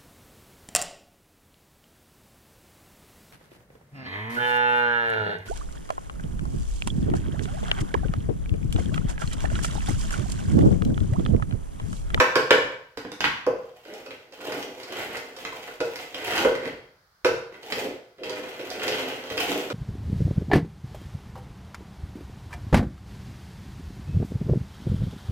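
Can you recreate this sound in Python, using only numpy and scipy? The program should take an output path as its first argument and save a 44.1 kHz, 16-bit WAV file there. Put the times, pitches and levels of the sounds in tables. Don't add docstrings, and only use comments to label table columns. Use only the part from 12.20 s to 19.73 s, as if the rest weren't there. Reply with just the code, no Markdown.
import sys
import numpy as np
from scipy import signal
from scipy.fft import rfft, irfft
from scipy.io import wavfile
from scipy.ndimage import uniform_filter1d

SR = 44100
rng = np.random.default_rng(int(sys.argv[2]) if len(sys.argv) > 2 else 0)


def wrap_up_sound(samples):
    columns = np.atleast_2d(samples).T
    tamed = np.clip(columns, -1, 1)
    steps = np.round(tamed * 32767).astype(np.int16)
    wavfile.write(sys.argv[1], SR, steps)


N = 332060

# pitch in Hz, width in Hz (wider dies sooner), relative level in dB.
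BOWL_MODES = [(180, 110, -20), (286, 28, -7), (370, 27.6, -6.5), (437.5, 34.3, -4), (469.4, 13.7, -3.5),
              (508.4, 22.8, -1), (560, 107, -4.5), (623.4, 18.7, -8), (701, 42, -11), (718, 69, -10),
              (794, 19, -17), (821, 61, -14.5)]
# pitch in Hz, width in Hz, relative level in dB.
STEEL_MODES = [(960, 64, 0), (1030, 160, 2), (1275, 950, -7), (1500, 91, -3.5), (1395, 220, -1.5),
               (1517, 104, -5), (1763, 320, -12.5), (1706, 41, -14.5), (2040, 190, 5.5), (2013, 193, 2.5),
               (2374, 240, -1.5), (2467, 190, 3), (2583, 200, 0.5), (2820, 170, -4), (3262, 160, -6),
               (3384, 260, -18.5), (3830, 1050, -0.5), (3810, 480, -16.5)]


def amp(db):
    return 10 ** (np.asarray(db) / 20)


def evened(x):
    return x / np.sqrt(np.mean(x ** 2) + 1e-20)


def read(points, hz):
    f, value = np.transpose(points)
    return np.interp(np.log(hz + 1), np.log(f + 1), value)


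def add(mix, s, sound):
    part = mix[round(s * SR):][:len(sound)]
    part += sound[:len(part)]


def colour(x, points):
    gain = amp(read(points, np.fft.rfftfreq(x.shape[-1], 1 / SR)))
    return irfft(rfft(x) * evened(gain), x.shape[-1])


def ring(modes, spot_hz, focus_db, held=0):
    hz, width, db = np.transpose(modes)[:, :, None]
    t = np.arange(16000) / SR
    chance, detune = rng.standard_normal((2, len(modes), 1))
    db = db + 1.5 * chance - focus_db * abs(np.log2(hz / spot_hz))
    hz = hz * (1 + .004 * detune)
    width = width + held
    sign = (-1) ** np.arange(len(modes))[:, None]
    strength = sign * amp(db) * np.sqrt(width)
    x = (strength * np.exp(-np.pi * width * t) * np.sin(2 * np.pi * hz * t)).sum(0)
    return x / np.linalg.norm(x)


def slips(per_s, spread_db):
    when, size, sign = rng.random((3, N))
    size = np.maximum(size, .04)
    clicks = (when < per_s / SR) * amp(-spread_db * np.log(size)) * np.sign(sign - .5)
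    return evened(clicks)


def crank():
    # start in seconds, rise in seconds, hold in seconds, fall in seconds,
    # relative load on the bowl in dB, blade on disc in dB above the load, rasp in dB above the load,
    # steel pitch under the blade in Hz.
    strokes = [(1.32, .08, 0.46, .05, -63.5, -8, 1.5, 1900),
               (1.655, 0.019, 0.085, 0.16, -42, -2, -10.5, 1930),
               (1.85, 0.028, 0.022, 0.2, -43.5, -4, -10.5, 1850),
               (2.119, 0.16, 0.055, 0.33, -32.5, -5, -8.5, 1820), (2.609, 0.12, .2, 0.23, -36, 5, -6, 1800),
               (3.15, 0.035, 0.35, .07, -44, -14, -2, 1900),
               (3.61, 0.03, 0.15, 0.25, -44.5, -11, -0.5, 1835), (3.929, .22, .07, .05, -28, 5, -2, 1900),
               (4.35, 0.045, 0.031, 0.14, -37, 1, -21, 1750),
               (4.43, 0.03, 0.012, 0.026, -29, -0.5, -22, 1800),
               (5.29, 0.046, 0.011, 0.064, -42, 3.5, -16, 1300),
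               (5.419, 0.097, 0.14, 0.024, -35, -9, -2, 2400),
               (5.54, 0.056, 0.091, 0.092, -31.5, -10, -25, 1800),
               (5.97, 0.015, 0.032, 0.024, -37.5, -10, -25, 1800),
               (6.03, 0.017, 0.12, 0.66, -36.5, 1.5, -8.5, 2160),
               (6.402, 0.24, 0.062, 0.75, -30.5, 2.5, -7.5, 2240),
               (7.09, 0.08, 0.13, 0.32, -36, -6, 1, 2350), (7.239, 0.022, 0.065, 0.2, -29, -6, -10.5, 2400)]
    # pitch in Hz, relative level in dB per Hz.
    rasp_colour = [(410, -43), (700, 1.5), (830, -3.5), (1230, -11), (2020, -7.5), (3150, -7),
                   (4090, -15.5), (7650, -21), (9550, -27), (13800, -23), (15900, -30.5)]
    rows = np.array(strokes)
    pushes = np.array([push(*row[:4]) for row in rows])
    load_db, blade_db, rasp_db, under_hz = rows[:, 4:].T
    spots_hz = np.array([1330, 1800, 2640, 3380])
    share = amp(-8 * abs(np.log2(under_hz / spots_hz[:, None])))
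    share /= np.linalg.norm(share, axis=0)
    load = amp(load_db) @ pushes
    out = np.zeros(N)
    for spot_hz, here in zip(spots_hz, share):
        blade = (here * amp(load_db + blade_db)) @ pushes
        bowl_ring = ring(BOWL_MODES, 360, 1.9, held=15.5)
        out += 0.36 * signal.oaconvolve(load * slips(70, 3.8), bowl_ring)[:N]
        steel_ring = ring(STEEL_MODES, spot_hz, 6.5, held=15)
        out += .5 * signal.oaconvolve(blade * slips(per_s=70, spread_db=4.5), steel_ring)[:N]
    grains = uniform_filter1d(abs(slips(90, 3.2)), size=90)
    catches = uniform_filter1d(abs(slips(22, 2.7)), size=450)
    roughness = 0.25 + 0.41 * evened(grains) + 0.43 * evened(catches)
    grit = roughness * rng.standard_normal(N)
    rasp = amp(load_db + rasp_db) @ pushes * grit
    return out + amp(4.0) * colour(rasp, rasp_colour)


def push(start, rise, hold, fall):
    touch_db, lift_db = -17, -18.5
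    bite_db_per_s, let_go_db_per_s = 900, -400
    s = start + np.cumsum([0, rise, hold, fall])
    t = np.arange(0, N, 20) / SR
    db = np.interp(t, s, [touch_db, 0, 0, lift_db])
    db += bite_db_per_s * np.minimum(t - start, 0)
    db += let_go_db_per_s * np.maximum(t - s[-1], 0)
    return np.repeat(amp(db), 20)[:N]


def mill_knocks():
    # start in seconds, relative bowl level in dB, relative steel level in dB,
    # relative tick level in dB, steel pitch favoured by the spot struck in Hz, contact in ms.
    knocks = [(0.522, -36, -35, -62, 1640, 8.3), (1.266, -7.5, -25.5, -35.5, 1080, 0.67),
              (1.652, -37, -45, -47, 2050, 2.8), (1.739, -40, -56, -41.5, 1280, 1.7),
              (1.863, -35, -39, -41, 1980, 4.5), (1.908, -31.5, -34.5, -56, 3100, 4.7),
              (2.124, -39, -46.5, -44.5, 2530, 5.3), (2.205, -37, -37.5, -44, 1520, 3.8),
              (2.296, -24, -34, -52, 1500, 1.9), (2.321, -41, -28, -30, 1610, 5.7),
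              (2.427, -42, -33.5, -31.5, 3100, 4.5), (2.601, -48, -42, -40, 1810, 2.7),
              (2.633, -46, -42, -35.5, 2300, 4.8), (2.756, -31, -38, -39.5, 2268, 2.5),
              (2.97, -28, -51, -31, 1460, 3.5), (3.166, -34.5, -39.5, -36.5, 1260, 4.2),
              (3.251, -36, -26.5, -32.5, 2400, 1.52), (3.325, -36, -33, -46, 1050, 3.3),
              (3.478, -34, -35, -41, 1550, 4), (3.604, -13.5, -24.5, -28, 1700, 9.4),
              (3.758, -49, -32.5, -29.5, 1600, 3), (3.79, -44, -35, -41, 2500, 3),
              (3.828, -35, -37.5, -48, 2100, 4.3), (3.945, -29.5, -29, -32, 2730, 5.2),
              (4.08, -26, -26, -32, 1800, 1.9), (4.123, -29, -26, -30, 1990, 3.4),
              (4.179, -43, -23, -22, 1610, 4), (4.248, -5, -15.5, -29, 1180, 2.2),
              (4.353, -24.5, -29.5, -33, 2080, 3.2), (5.047, -6.5, -15.5, -20, 1480, 19),
              (5.431, -35.5, -39.5, -40.5, 3260, 4.9), (5.523, -39, -22.5, -23, 2900, 4.1),
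              (6.035, -28, -31, -33.5, 2740, 9.8), (6.096, -23, -35, -30, 990, 4),
              (6.394, -25.5, -34, -41, 2680, 3.1), (6.503, -25, -41, -30, 2560, 2.9),
              (6.68, -21, -23, -21.5, 2860, 7.7), (7.102, -21.5, -31.5, -32, 2700, 3.9),
              (7.178, -25, -21.5, -22.5, 2400, 3.9), (7.502, -18, -27, -32.5, 1440, 5.3)]
    return blows(knocks, BOWL_MODES, STEEL_MODES)


def fork_taps():
    # start in seconds, relative bowl level in dB, relative rim level in dB,
    # relative tick level in dB, pitch favoured in Hz, contact in ms.
    taps = [(0.001, -5.5, -8, -16.5, 1440, 4.2), (0.156, -7, -11.5, -19, 1400, 5.1),
            (0.307, -2, -6.5, -14.5, 1600, 3.9)]
    # pitch in Hz, width in Hz, relative level in dB.
    rim_modes = [(964, 40, -6.5), (1072, 58, -4), (1395, 79, -8.5), (1478, 25, -13), (1574, 48, -5),
                 (1754, 55, -6.5), (2050, 170, -10.5), (2266, 31, -6.5), (2547, 240, -6.5), (2880, 63, -6),
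                 (3410, 800, -2.5), (4000, 240, -3)]
    return blows(taps, BOWL_MODES, rim_modes)


def fork_on_board():
    # start in seconds, relative knock level in dB, relative clatter level in dB,
    # relative tick level in dB, pitch favoured in Hz, contact in ms.
    landings = [(0.773, -23, -32, -33, 1910, 6.6), (0.85, -24, -36.5, -58, 1860, 11),
                (0.918, -32, -36.5, -33, 1930, 3.4), (1.006, -27, -20, -23.5, 2170, 6),
                (1.042, -22, -11.5, -24, 2160, 16)]
    # pitch in Hz, width in Hz, relative level in dB.
    board_modes = [(260, 46, -4.5), (301, 22, -3.5), (465, 76, 0), (510, 120, -3.5), (770, 820, -10.5)]
    # pitch in Hz, width in Hz, relative level in dB.
    tine_modes = [(940, 270, 2), (1520, 140, -3.5), (1670, 186, 0), (1900, 790, -1), (2360, 410, -4.5),
                  (2520, 78, -9.5), (3020, 310, -6.5), (3470, 160, -6.5), (4100, 1500, -10)]
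    return blows(landings, board_modes, tine_modes)


def blows(rows, low, high):
    # pitch in Hz, relative level in dB per Hz.
    tick_colour = [(1500, -29), (3000, -6.5), (4800, -1), (6500, -9.5), (9000, -18.5), (13000, -21),
                   (16200, -34.5)]
    out, ticks, t = np.zeros(N), np.zeros(N), np.arange(2000) / SR
    for s, low_db, high_db, tick_db, spot_hz, ms in rows:
        chatter = np.exp(-1000 * t / max(ms, .2)) * rng.standard_normal(len(t))
        chatter /= np.linalg.norm(chatter)
        contact = .4 * chatter
        contact[0] = 1
        body = amp(low_db + 20) * ring(low, 540, 3.8)
        body += amp(high_db + 25.0) * ring(high, spot_hz, 9.6)
        add(out, s, signal.fftconvolve(body, contact))
        add(ticks, s, amp(tick_db + 23.5) * (0.38 * contact + 0.57 * chatter))
    return out + colour(ticks, tick_colour)


def kitchen(x):
    # pitch in Hz, time to die by 60 dB in seconds.
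    decays = [(100, 0.12), (260, 0.43), (700, 0.59), (1840, 0.54), (4850, 0.53), (12800, 0.41)]
    # pitch in Hz, level in dB.
    straight = [(100, -8), (500, -1.5), (1500, -5.5), (4000, -1), (10000, -4)]
    # pitch in Hz, change on its straight path in dB.
    shadow = [(800, -1.5), (2500, -4.5), (6000, -7.5), (15000, -13.5)]
    t = np.arange(round(.9 * SR)) / SR
    turn = 2 * np.pi * .8 * np.arange(N) / SR
    hz = np.fft.rfftfreq(N, 1 / SR)
    late = np.exp(-2j * np.pi * hz * 5 / SR)
    sides = np.array([late * amp(read(shadow, hz)), 1 + 0 * hz])
    out = irfft(rfft(x) * amp(read(straight, hz)) * sides, N)
    build = np.clip((t - .002) / 0.0029, 0, 1) * (1 + 0.57 * np.exp(-t / 0.0083))
    for k in range(3):
        tail = diffuse(.9, decays) * build
        tail /= np.linalg.norm(tail[0])
        share = np.sqrt(2 / 3) * np.cos(turn + k * np.pi / 3)
        out += amp(-2.0) * signal.fftconvolve((share * x)[None], tail, axes=1)[:, :N]
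    return out


def diffuse(seconds, decays):
    # pitch in Hz, likeness of left and right from 0 to 1.
    likeness = [(60, .97), (380, .93), (700, .7), (1300, 0), (15000, 0)]
    hz = np.fft.rfftfreq(512, 1 / SR)
    t = np.arange(round(seconds * SR) // 128 + 5) * 128 / SR
    a, b, c, d = rng.standard_normal((len(t), len(hz), 4)).T
    same = np.clip(read(likeness, hz), -1, 1)[:, None]
    left, other = a + 1j * b, c + 1j * d
    z = np.array([left, same * left + np.sqrt(1 - same ** 2) * other])
    z = z * amp(-60 * t / read(decays, hz)[:, None])
    return signal.istft(z, nperseg=512, noverlap=384)[1][:, :round(seconds * SR)]


def steady_noise():
    return diffuse(N / SR, [(10, 1e5), (20000, 1e5)])


def table(sources):
    coupling_db = [-26.5, -21, -23, -23]
    # start in seconds, level in dB.
    thumps = [(0.42, -55), (0.52, -61), (4.05, -50), (4.46, -44.5), (7.11, -45)]
    # pitch in Hz, relative level in dB per Hz.
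    thud_colour = [(20, -30), (38, 8.5), (60, -9.5), (120, 3), (160, -1), (220, -2), (300, -48)]
    settle_s, still_db = 0.63, -79
    power = amp(coupling_db) ** 2 @ sources ** 2
    keep = 1e-6 ** (1 / (settle_s * SR))
    for s, db in thumps:
        add(power, s, np.array([amp(db) ** 2 / (1 - keep)]))
    stored = signal.lfilter([1 - keep], [1, -keep], power)
    level = np.sqrt(stored + amp(still_db) ** 2)
    return level * evened(colour(steady_noise(), thud_colour))


def hush():
    # pitch in Hz, relative level in dB per Hz.
    hush_colour = [(15, -32.5), (25, 11.5), (134, 5), (217, -21.5), (285, -9.5), (1520, 6), (2690, -12),
                   (4740, -2), (7710, -17), (16000, -16.5)]
    return amp(-64.5) * evened(colour(steady_noise(), hush_colour))


def scene():
    sources = np.array([fork_taps(), fork_on_board(), mill_knocks(), crank()])
    return kitchen(sources.sum(0)) + table(sources) + hush()


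def record(dry):
    # pitch in Hz, left minus right in dB.
    ports = [(60, -1.5), (130, 0), (290, -1), (640, 0.5), (1410, -1), (3100, 2), (6820, -5), (15000, -10.5)]
    hz = np.fft.rfftfreq(N, 1 / SR)
    tilt_db = read(ports, hz) / 2
    bass_cut = hz ** 4 / (hz ** 4 + 39.4 ** 4)
    heard = irfft(rfft(dry) * amp([tilt_db, -tilt_db]) * bass_cut, N)
    edge_hz = 16050
    low_pass = signal.firwin(511, edge_hz, window=("kaiser", 9), fs=SR)
    return signal.oaconvolve(heard, low_pass[None], "same")


dry = scene()
out = record(dry)
wrap_up_sound(out)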